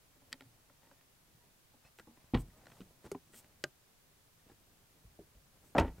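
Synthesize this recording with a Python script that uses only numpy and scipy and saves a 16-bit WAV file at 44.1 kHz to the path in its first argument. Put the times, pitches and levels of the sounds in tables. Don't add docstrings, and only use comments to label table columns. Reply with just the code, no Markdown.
import sys
import numpy as np
from scipy import signal
from scipy.fft import rfft, irfft
from scipy.io import wavfile
from scipy.ndimage import uniform_filter1d

SR = 44100
rng = np.random.default_rng(int(sys.argv[2]) if len(sys.argv) > 2 else 0)


def waveform_to_disk(signal):
    frames = np.transpose(np.atleast_2d(signal))
    scaled = np.clip(frames, -1, 1) * 32767
    samples = np.round(scaled).astype(np.int16)
    wavfile.write(sys.argv[1], SR, samples)


def volts(x):
    e = np.asarray(x, float) / 20
    return 10 ** e


N = 264600



def evened(x):
    return x / np.sqrt(np.mean(x ** 2) + 1e-20)


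def add(mix, start_s, sound):
    part = mix[round(start_s * SR):][:len(sound)]
    part += sound[:len(part)]


def noise(points, size):
    hz, db = np.transpose(points)
    bins_hz = np.fft.rfftfreq(size, 1 / SR)
    gain = volts(np.interp(np.log(bins_hz + 1), np.log(hz), db))
    return evened(irfft(rfft(rng.standard_normal(size)) * gain, size))


def knocks(blows, modes, touch, clear_db, blur_db, crack_db, lag_s=0, size=8192):
    registers_hz = [200, 975, 3500]
    out, t = np.zeros(N), np.arange(size) / SR
    hz, db, t60 = np.transpose(modes)[:, :, None]
    register = np.searchsorted(registers_hz, hz[:, 0])
    bins = np.log(np.fft.rfftfreq(size, 1 / SR) + 1)
    corners = np.log(np.r_[hz[0] / 2, hz[:, 0], min(1.4 * hz.max(), SR / 2)])
    shares = np.array([np.interp(bins, corners, one) for one in np.eye(len(corners))[1:-1]])
    clear = volts(clear_db - blur_db * np.log2(hz / 300))
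    crack_decay = np.exp(-t / (0.0011 + 0.5 / hz))
    crack = 1 + volts(crack_db) * crack_decay / (1 + (700 / hz) ** 2)
    cuts = [signal.butter(2, 0.5 * hz[register == k].min(), "high", fs=SR, output="sos") for k in range(4)]
    hard_ms, longer, tick_slope, tick_offset_db = touch
    top_db = max(row[1] for row in blows)
    for s, knock_db, sharp_db, weight_db in blows:
        contact_ms = hard_ms * volts(longer * (top_db - knock_db) - 0.34 * sharp_db)
        boom_db, clack_db = knock_db + weight_db, knock_db + sharp_db
        tick_db = knock_db + tick_slope * sharp_db + tick_offset_db
        crowd = irfft(rfft(rng.standard_normal(size)) * np.sqrt(shares), size)
        crowd /= crowd.std(1, keepdims=True)
        single = clear * np.sin(2 * np.pi * hz * t) * rng.choice([-1, 1], hz.shape)
        rise_s = abs(contact_ms) / 1000 + 0.24 / hz
        rise = np.sin(np.pi / 2 * np.minimum(t / rise_s, 1)) ** 2
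        body = (single + crowd) / np.sqrt(1 + clear ** 2 / 2)
        ring = body * volts(db - 60 * t / t60) * rise * crack
        for k, level_db in enumerate([boom_db, knock_db, clack_db, tick_db]):
            part = signal.sosfilt(cuts[k], ring[register == k].sum(0))
            add(out, s + lag_s, volts(level_db) * part / abs(part[:1500]).max())
    return out


def door_slam():
    slam = [
        (5.780, -25, -2.5, -6),
        (5.7832, -16, -3, -14.5),
        (5.788, -24.5, -2, -4),
        (5.797, -28, 0, -9),
        (5.809, -22.5, -10.5, -14),
        (5.821, -32.5, -10, -10),
        (5.845, -34, -13, -21),
        (5.875, -45, -7, -5),
    ]
    panel = [(32.2, -14, 0.4), (60, -5, 0.29), (93, 0, 0.18), (163.5, -8.5, 0.29), (253, -3.5, 0.21),
             (319, -4, 0.14), (377, -5.5, 0.115), (453, -7, 0.2), (577, 3.5, 0.05), (678, -17, 0.042),
             (713, -2, 0.071), (915, -3, 0.12), (1050, 8.5, 0.041), (1347, -0.5, 0.15), (1720, 1, 0.076),
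             (1950, -3.5, 0.16), (2600, -2.5, 0.063), (2945, 2, 0.038), (4260, -3, .05),
             (4740, -1.5, 0.042), (5900, -10, 0.065), (7940, -9.5, 0.066), (9700, -9.5, 0.024),
             (13100, -15, .03)]
    return knocks(slam, panel, (0.28, 0.89, 3, -6.5), 6.7, 1.7, 9.1, size=16384)


def first_stage():
    claw = [
        (5.7505, -24, -19, -24.5),
        (5.7535, -20.5, -12.5, -35),
        (5.763, -23, -12, -16),
        (5.770, -26, -10, -5.5),
    ]
    striker = [(60.3, 5, 0.14), (141, -4, 0.15), (261, -6, 0.23), (355, -3.5, 0.14), (583, 3.5, 0.066),
               (780, -3, 0.071), (1020, 0, .08), (1330, 0.5, 0.091), (1680, -13, 0.067), (2300, -20, .04),
               (3300, -15, .03), (4500, -6, .02), (7000, -4, .02)]
    return knocks(claw, striker, (0, -0.3, 2.1, -8), 6.2, 3.4, 3.0)


def latch_release():
    release = [
        (2.3355, -24.5, -22.5, -0.5),
        (2.344, -24.5, -6.5, -11),
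        (2.348, -23, -5, -25),
        (2.353, -26.5, -19, -20),
        (2.361, -34, -12, 1),
        (2.372, -39, -4, -1.5),
    ]
    latch = [(43.8, -1.5, 0.26), (93.1, 1.5, 0.26), (140.5, -3.5, 0.25), (169.5, -12, 0.31),
             (251, 5.5, 0.081), (354, -6.5, 0.062), (475, -7, 0.059), (589, -15, 0.064),
             (796, -12.5, 0.076), (1036, 3, 0.047), (1334, -6, 0.054), (1820, -10, 0.058),
             (1940, 2.5, 0.026), (3250, -2, 0.03), (4000, 12.5, 0.019), (4700, -3, 0.02),
             (6430, -12, 0.023), (8500, -19, .02)]
    return knocks(release, latch, (1.2, -0.8, 1.15, -9.5), 8.5, 3.6, 1.9, size=16384)


def lever_catch():
    catch = [
        (3.1157, -41, -0.5, -14),
        (3.126, -52, -12, -2),
        (3.1475, -42.5, -11, -11),
        (3.151, -39, -19, -18),
    ]
    arm = [(90, -3, .1), (171, 3, 0.097), (258, -2, 0.075), (400, 7, 0.048), (630, -5, 0.018),
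           (835, -5, 0.032), (1300, 3, 0.031), (2170, 4.5, 0.02), (2940, -9, 0.033), (4470, 0, 0.042),
           (6950, 3.5, 0.045), (9200, 1, 0.048), (11500, 2, 0.036), (13900, -7, .03)]
    return knocks(catch, arm, (0.51, 0.05, 2.5, 1.5), 8.8, 2.5, 2.7)


def spring_snap():
    snaps = [
        (3.6392, -32, 3.5, -18),
    ]
    spring = [(90, -10.5, 0.12), (136.2, 0, 0.12), (262, -6, 0.068), (366.4, -2.5, 0.083), (604, 2, 0.046),
              (870, -17, 0.03), (1230, -9, 0.064), (1590, 4.5, 0.036), (2130, -15, .03),
              (2900, -3.5, 0.022), (4100, -2, 0.017), (5200, 1.5, 0.016), (6730, -3, 0.02),
              (9000, -17, 0.02), (11100, -19, 0.024), (14000, -22, 0.023)]
    return knocks(snaps, spring, (0.54, 0.01, 1.4, 0.3), 8.7, 1.7, 4.8)


def lever_handling():
    lever = [(1.739, -61, -20, -12), (1.849, -71, 9, 10), (1.986, -54, 7, -20), (1.996, -53.5, 10, -9),
             (2.071, -50.5, -14, -9), (2.11, -59.5, -10, -16), (2.172, -61, 2, -11), (2.24, -71, -3, 12.5),
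             (2.482, -67, 3, 15), (2.578, -75, 8, 0), (2.634, -62, -11, -10), (2.656, -64, 9, -5),
             (2.667, -52, 4, -12), (2.717, -53.5, 1, -8), (2.779, -66, 3, 8), (2.907, -59, -15, -9),
             (3.042, -48.5, -14, -23), (3.05, -49, -4, -4), (3.06, -49, -3, -18), (3.334, -60, 3.5, -10),
             (3.342, -57.5, 4.5, -6), (3.444, -62, 6, -4), (5.981, -54, -3, 0)]
    trim = [(70, 8.5, 0.058), (124.5, -1.5, 0.13), (196, 3, 0.059), (234.6, -3, 0.18), (360, 1, 0.025),
            (480, -1, 0.045), (615, -1, 0.031), (850, -12.5, 0.16), (1300, -9.5, 0.044), (1630, 2, 0.026),
            (2183, -9, 0.031), (2880, -6.5, 0.028), (4380, 7, 0.012), (5300, 11, 0.023), (6980, 9, 0.021),
            (8830, -17, 0.06), (10600, -45.5, 0.012), (12500, -14, 0.013)]
    return knocks(lever, trim, (0.5, 0, 0.98, -9), 3.0, 4.9, 7.1, lag_s=0.00097)


def key_in_lock():
    key = [(0.161, -64, -35, -19), (0.218, -61, -6, -11), (0.319, -59, 7, -26), (0.327, -53, 23, -27),
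           (0.334, -57, -2, -26), (0.339, -53, 1, -24), (0.407, -49.5, 3, -26), (0.42, -55, 1, -10),
           (0.45, -74, 5, 11.5), (0.697, -66, -5, -10), (0.83, -62, -3, -14), (0.869, -63, -2, -19),
           (0.912, -60, -2, -17), (1.009, -69, 7, -12), (1.331, -85, 3, 21.5)]
    lock = [(118.5, -4, 0.2), (170, -11, 0.09), (268.6, 5, 0.12), (410, -17, 0.047), (568, -1, 0.12),
            (880, 5.5, 0.023), (1250, -4, 0.034), (1760, 5.5, 0.021), (1890, 5.5, 0.028), (2620, 3, 0.013),
            (3260, 1.5, 0.024), (3850, -6, 0.029), (4420, -0.5, 0.021), (5120, -4, 0.018),
            (6140, -5, 0.0081), (7840, -4, 0.013), (11700, -10, 0.012)]
    return knocks(key, lock, (0.9, 0.45, 1.22, -6), 10.7, 0.72, 8.7, lag_s=0.00097)


def lining_thuds():
    thuds = [
        (2.801, -46.5, -26, -17),
        (2.806, -53, 1, -21),
        (2.814, -52.5, -1, -8),
        (4.462, -59, -15, -4),
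        (4.495, -55.5, -12, -13),
        (4.515, -57, -17, -4),
        (5.04, -68.5, -18, 16.5),
        (5.189, -44.5, -33, -17),
        (5.35, -66.5, 0.5, 9.5),
    ]
    lining = [(50.3, 3.5, 0.21), (84, 0, 0.16), (167, -9.5, 0.095), (231, 4, 0.06), (329, -4.5, 0.15),
              (464, -2.5, 0.09), (633, -11, 0.056), (885, -29, 0.069), (1300, -2, 0.043),
              (2230, -13, 0.013), (3000, -1, 0.016), (4200, 0, .015), (7000, -10, .015)]
    return knocks(thuds, lining, (1, 0.28, 5.5, -6), 2.5, 2.8, 12.0)


def pings():
    # (time [s], strength [dB], pitch [Hz], t60 [s])
    ringing = [(.3288, -39, 4730, .012), (.3285, -48, 1300, .03), (.328, -49, 8300, .006),
               (.328, -50, 14500, .005), (.333, -49, 4720, .02), (.6985, -53, 1380, 0.016),
               (.702, -63.5, 560, 0.066), (.913, -58, 1610, .02), (.914, -58, 906, 0.027),
               (.916, -60, 557, 0.054), (1.987, -51, 1450, .03), (1.998, -53, 1460, .03),
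               (1.988, -62, 4100, .015), (2.015, -60, 1600, .02), (2.174, -58, 1000, 0.022),
               (2.346, -30, 1006, 0.039), (2.347, -39, 3180, .02), (2.352, -41, 1100, .05),
               (2.373, -48, 2900, .02), (2.383, -47, 1000, 0.028), (2.483, -62.5, 8300, .015),
               (2.503, -61, 1900, .02), (2.576, -60, 8000, .018), (2.657, -60, 4000, .015),
               (2.668, -57, 4200, .015), (2.718, -62, 1590, .015), (2.802, -47, 189, 0.11),
               (2.806, -59, 2600, .015), (2.815, -57, 2500, .02), (3.058, -56, 1300, .03),
               (3.1163, -29, 395, 0.047), (3.1475, -39, 997, 0.023), (3.149, -52, 2100, .012),
               (3.152, -40, 301, .04), (3.337, -56, 400, 0.054), (3.385, -55, 260, .04),
               (3.444, -58, 1500, .025), (3.640, -45, 2500, .015), (3.640, -44, 3200, 0.014),
               (3.6405, -37.5, 1585, 0.042), (3.645, -42.5, 356, 0.06), (4.497, -56.5, 795, .04),
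               (4.5, -62.5, 1700, 0.026), (4.51, -57, 327, .05), (4.512, -60, 1350, .02),
               (5.784, -28, 1000, 0.024), (5.784, -33, 2900, .015), (5.982, -61, 1370, .02),
               (.3286, -39, 3090, 0.011), (.4078, -49, 1400, .02), (0.4, -56, 2600, .008),
                (.6985, -55, 1070, .012), (.6985, -55, 1800, .01), (.9128, -59, 1300, 0.0092),
                (3.6398, -36.5, 4600, .008), (3.6398, -33, 6500, .007), (3.6402, -38, 2600, .008),
                (3.116, -46, 6400, .008), (3.3, -61, 300, .08), (5.7835, -31.5, 3170, .015),
                (5.798, -35, 2700, 0.028), (2.337, -28, 245, .06), (3.6405, -39, 614, 0.037),
                (3.1495, -40.5, 750, 0.023), (1.988, -56, 850, .03), (.781, -64, 5200, .012),
                (5.192, -55, 440, 0.037)]
    out, t = np.zeros(N), np.arange(4096) / SR
    for s, level_db, hz, t60 in ringing:
        waver = 1 + 0.23 * evened(uniform_filter1d(rng.standard_normal(len(t)), 60))
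        rise = np.minimum(t * hz / 1.3, 1)
        add(out, s, volts(level_db - 60 * t / t60) * rise * waver * np.sin(2 * np.pi * hz * t))
    return out


def stroke(start_s, length_s, peak_db, place):
    u, place = (np.arange(N) / SR - start_s) / length_s, np.clip(place, 0.05, 0.95)
    swell_db = 17 * (1 - u / place) ** 2
    fade_db = 21.5 * ((u - place) / (1 - place)) ** 2
    under_db = np.where(u < place, swell_db, fade_db)
    return volts(peak_db - np.minimum(under_db, 100)) * (u > 0) * (u < 1)


def slide(strokes, colour, flutter_db, grain):
    flutter = evened(uniform_filter1d(rng.standard_normal(N), grain))
    return noise(colour, N) * volts(flutter_db * flutter) * sum(stroke(*row) for row in strokes)


def trim_rattle():
    # (start [s], length [s], peak level [dB], place of the peak [0-1])
    rattles = [
        (5.795, .05, -49, .3),
        (5.83, 0.082, -60.5, .6),
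        (2.343, 0.049, -50.5, 0.24),
    ]
    # (frequency [Hz], density [dB per Hz])
    clatter = [(600, -18), (1000, 6.5), (1400, 4), (2200, -2.5), (3100, -4), (4500, -13), (7000, -26),
               (16000, -45)]
    return slide(rattles, clatter, 1.6, grain=40)


def skin_rubs():
    # (start [s], length [s], peak level [dB], place of the peak [0-1])
    rubs = [
        (1.965, 0.054, -68, 0.51),
        (2.365, 0.065, -59.5, 0.73),
        (3.03, .055, -69, .55),
        (3.32, 0.1, -56.5, 0.66),
        (5.6, 0.18, -74, 0.36),
        (2.62, 0.27, -77, 0.6),
    ]
    # (frequency [Hz], density [dB per Hz])
    skin = [(700, -11), (1800, -12), (3000, -8), (6500, -6), (7600, -0.5), (8400, 4), (9400, -3),
            (11000, -7), (13300, -4), (16000, -7)]
    return slide(rubs, skin, 1.9, grain=60)


def part_drags():
    # (start [s], length [s], peak level [dB], place of the peak [0-1])
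    drags = [
        (.78, 0.31, -76.5, 0.2),
        (1.8, 0.11, -73.5, 0.66),
        (2.05, 0.32, -76.5, 0.57),
        (2.5, 0.36, -69.5, 0.83),
        (3.02, 0.069, -62.5, 0.7),
        (3.3, 0.28, -73.5, 0.36),
        (4.4, 0.18, -76, 0.63),
        (5.76, 0.15, -63, 0),
    ]
    # (frequency [Hz], density [dB per Hz])
    grit = [(300, -20), (550, 5), (900, 3), (1400, -3.5), (1900, -3.5), (3000, -9), (5000, -11),
            (9000, -17), (16000, -35)]
    return slide(drags, grit, 2.8, grain=150)


def creaks():
    # (start [s], length [s], level [dB], pitch [Hz])
    strains = [(2.52, .085, -72, 610), (2.61, 0.034, -74, 750), (.81, .08, -75, 900), (1.4, .055, -74, 950),
               (4.388, .018, -74, 1780), (1.842, 0.043, -71, 2550), (1.845, .04, -77, 4200),
               (3.325, .035, -69, 1880), (3.345, .03, -72, 3200), (.965, 0.045, -77, 1760),
               (.812, .05, -81, 1850)]
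    out = np.zeros(N)
    for start_s, length_s, level_db, hz in strains:
        u = np.arange(0, 1, 1 / (length_s * SR))
        waver = evened(uniform_filter1d(rng.standard_normal((2, len(u))), 200, 1))
        turns = np.cumsum(hz * (1 + 0.039 * u + 0.012 * waver[0])) / SR
        tone = sum(volts(-7 * k) * np.sin(2 * np.pi * (k + 1) * turns) for k in range(3))
        add(out, start_s, volts(level_db + 2.5 * waver[1]) * np.sqrt(np.sin(np.pi * u)) * tone)
    return out


def yard(x, level_db, t60, treble, treble_t60):
    taps = rng.choice([-1., 1.], SR // 3) * (rng.random(SR // 3) < 0.05)
    t = np.arange(len(taps)) / SR
    dull = signal.lfilter([0.15], [1, -0.85], taps)
    tail = dull * volts(-60 * t / t60) + treble * (taps - dull) * volts(-60 * t / treble_t60)
    return x + volts(level_db) * signal.oaconvolve(x, tail / np.linalg.norm(tail))[:N]


def moves():
    # (time [s], effort [dB])
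    efforts = [(0.0, 0.5), (0.4, 3), (1.02, -1.5), (1.45, 0), (1.59, -3), (2.29, 1), (2.54, 6.5), (2.87, 7),
               (3.01, 2.5), (3.18, 5.5), (3.59, 2.5), (3.71, -1.5), (3.98, -1.5), (4.43, 0), (4.71, 1.5),
               (5.2, 4), (5.4, 0.5), (6.0, 10)]
    # (frequency [Hz], level [dB])
    rumble_colour = [(15, -17), (30, -4.5), (60, -10), (110, -5), (160, -7.5), (250, -34)]
    # (frequency [Hz], level [dB])
    shuffle_colour = [(100, -41), (160, 2.5), (300, -2.5), (600, -6.5), (1200, -14.5), (2500, -22.5),
                      (5000, -36)]
    lumps = evened(uniform_filter1d(rng.standard_normal((2, N)), 1500, 1))
    effort_db = np.interp(np.arange(N) / SR, *np.transpose(efforts))
    rumble = noise(rumble_colour, N) * volts(-74.5 + 0.83 * effort_db + 0.5 * lumps[0])
    shuffle = noise(shuffle_colour, N) * volts(-78 + 1.04 * effort_db + 2.1 * lumps[1])
    return rumble + shuffle


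def preamp_hiss():
    # (frequency [Hz], level [dB])
    hiss_colour = [(20, 14), (100, 9), (300, 5), (1000, 3.5), (3000, 0.5), (8000, -1.5), (16000, -2.5)]
    return volts(-68) * np.array([noise(hiss_colour, N), noise(hiss_colour, N)])


def scene():
    large = door_slam() + first_stage() + latch_release()
    small = lever_catch() + spring_snap() + lever_handling() + key_in_lock() + lining_thuds()
    mono = yard(large, -12.5, t60=0.2, treble=0.95, treble_t60=0.088)
    mono += yard(small, -18.5, t60=0.07, treble=0.3, treble_t60=0.022)
    mono += yard(pings(), -18.5, t60=0.09, treble=0.33, treble_t60=0.03)
    mono += trim_rattle() + skin_rubs() + part_drags() + creaks() + moves()
    return np.array([mono, mono])


def top_cut(x):
    return signal.sosfilt(signal.butter(12, 16200, fs=SR, output="sos"), x)


def record(dry):
    low_pass = signal.firwin(255, 15900, window=("kaiser", 9), fs=SR)
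    mix = signal.oaconvolve(dry + preamp_hiss(), low_pass[None], "same")
    return top_cut(mix)


dry = scene()
out = record(dry)
waveform_to_disk(out)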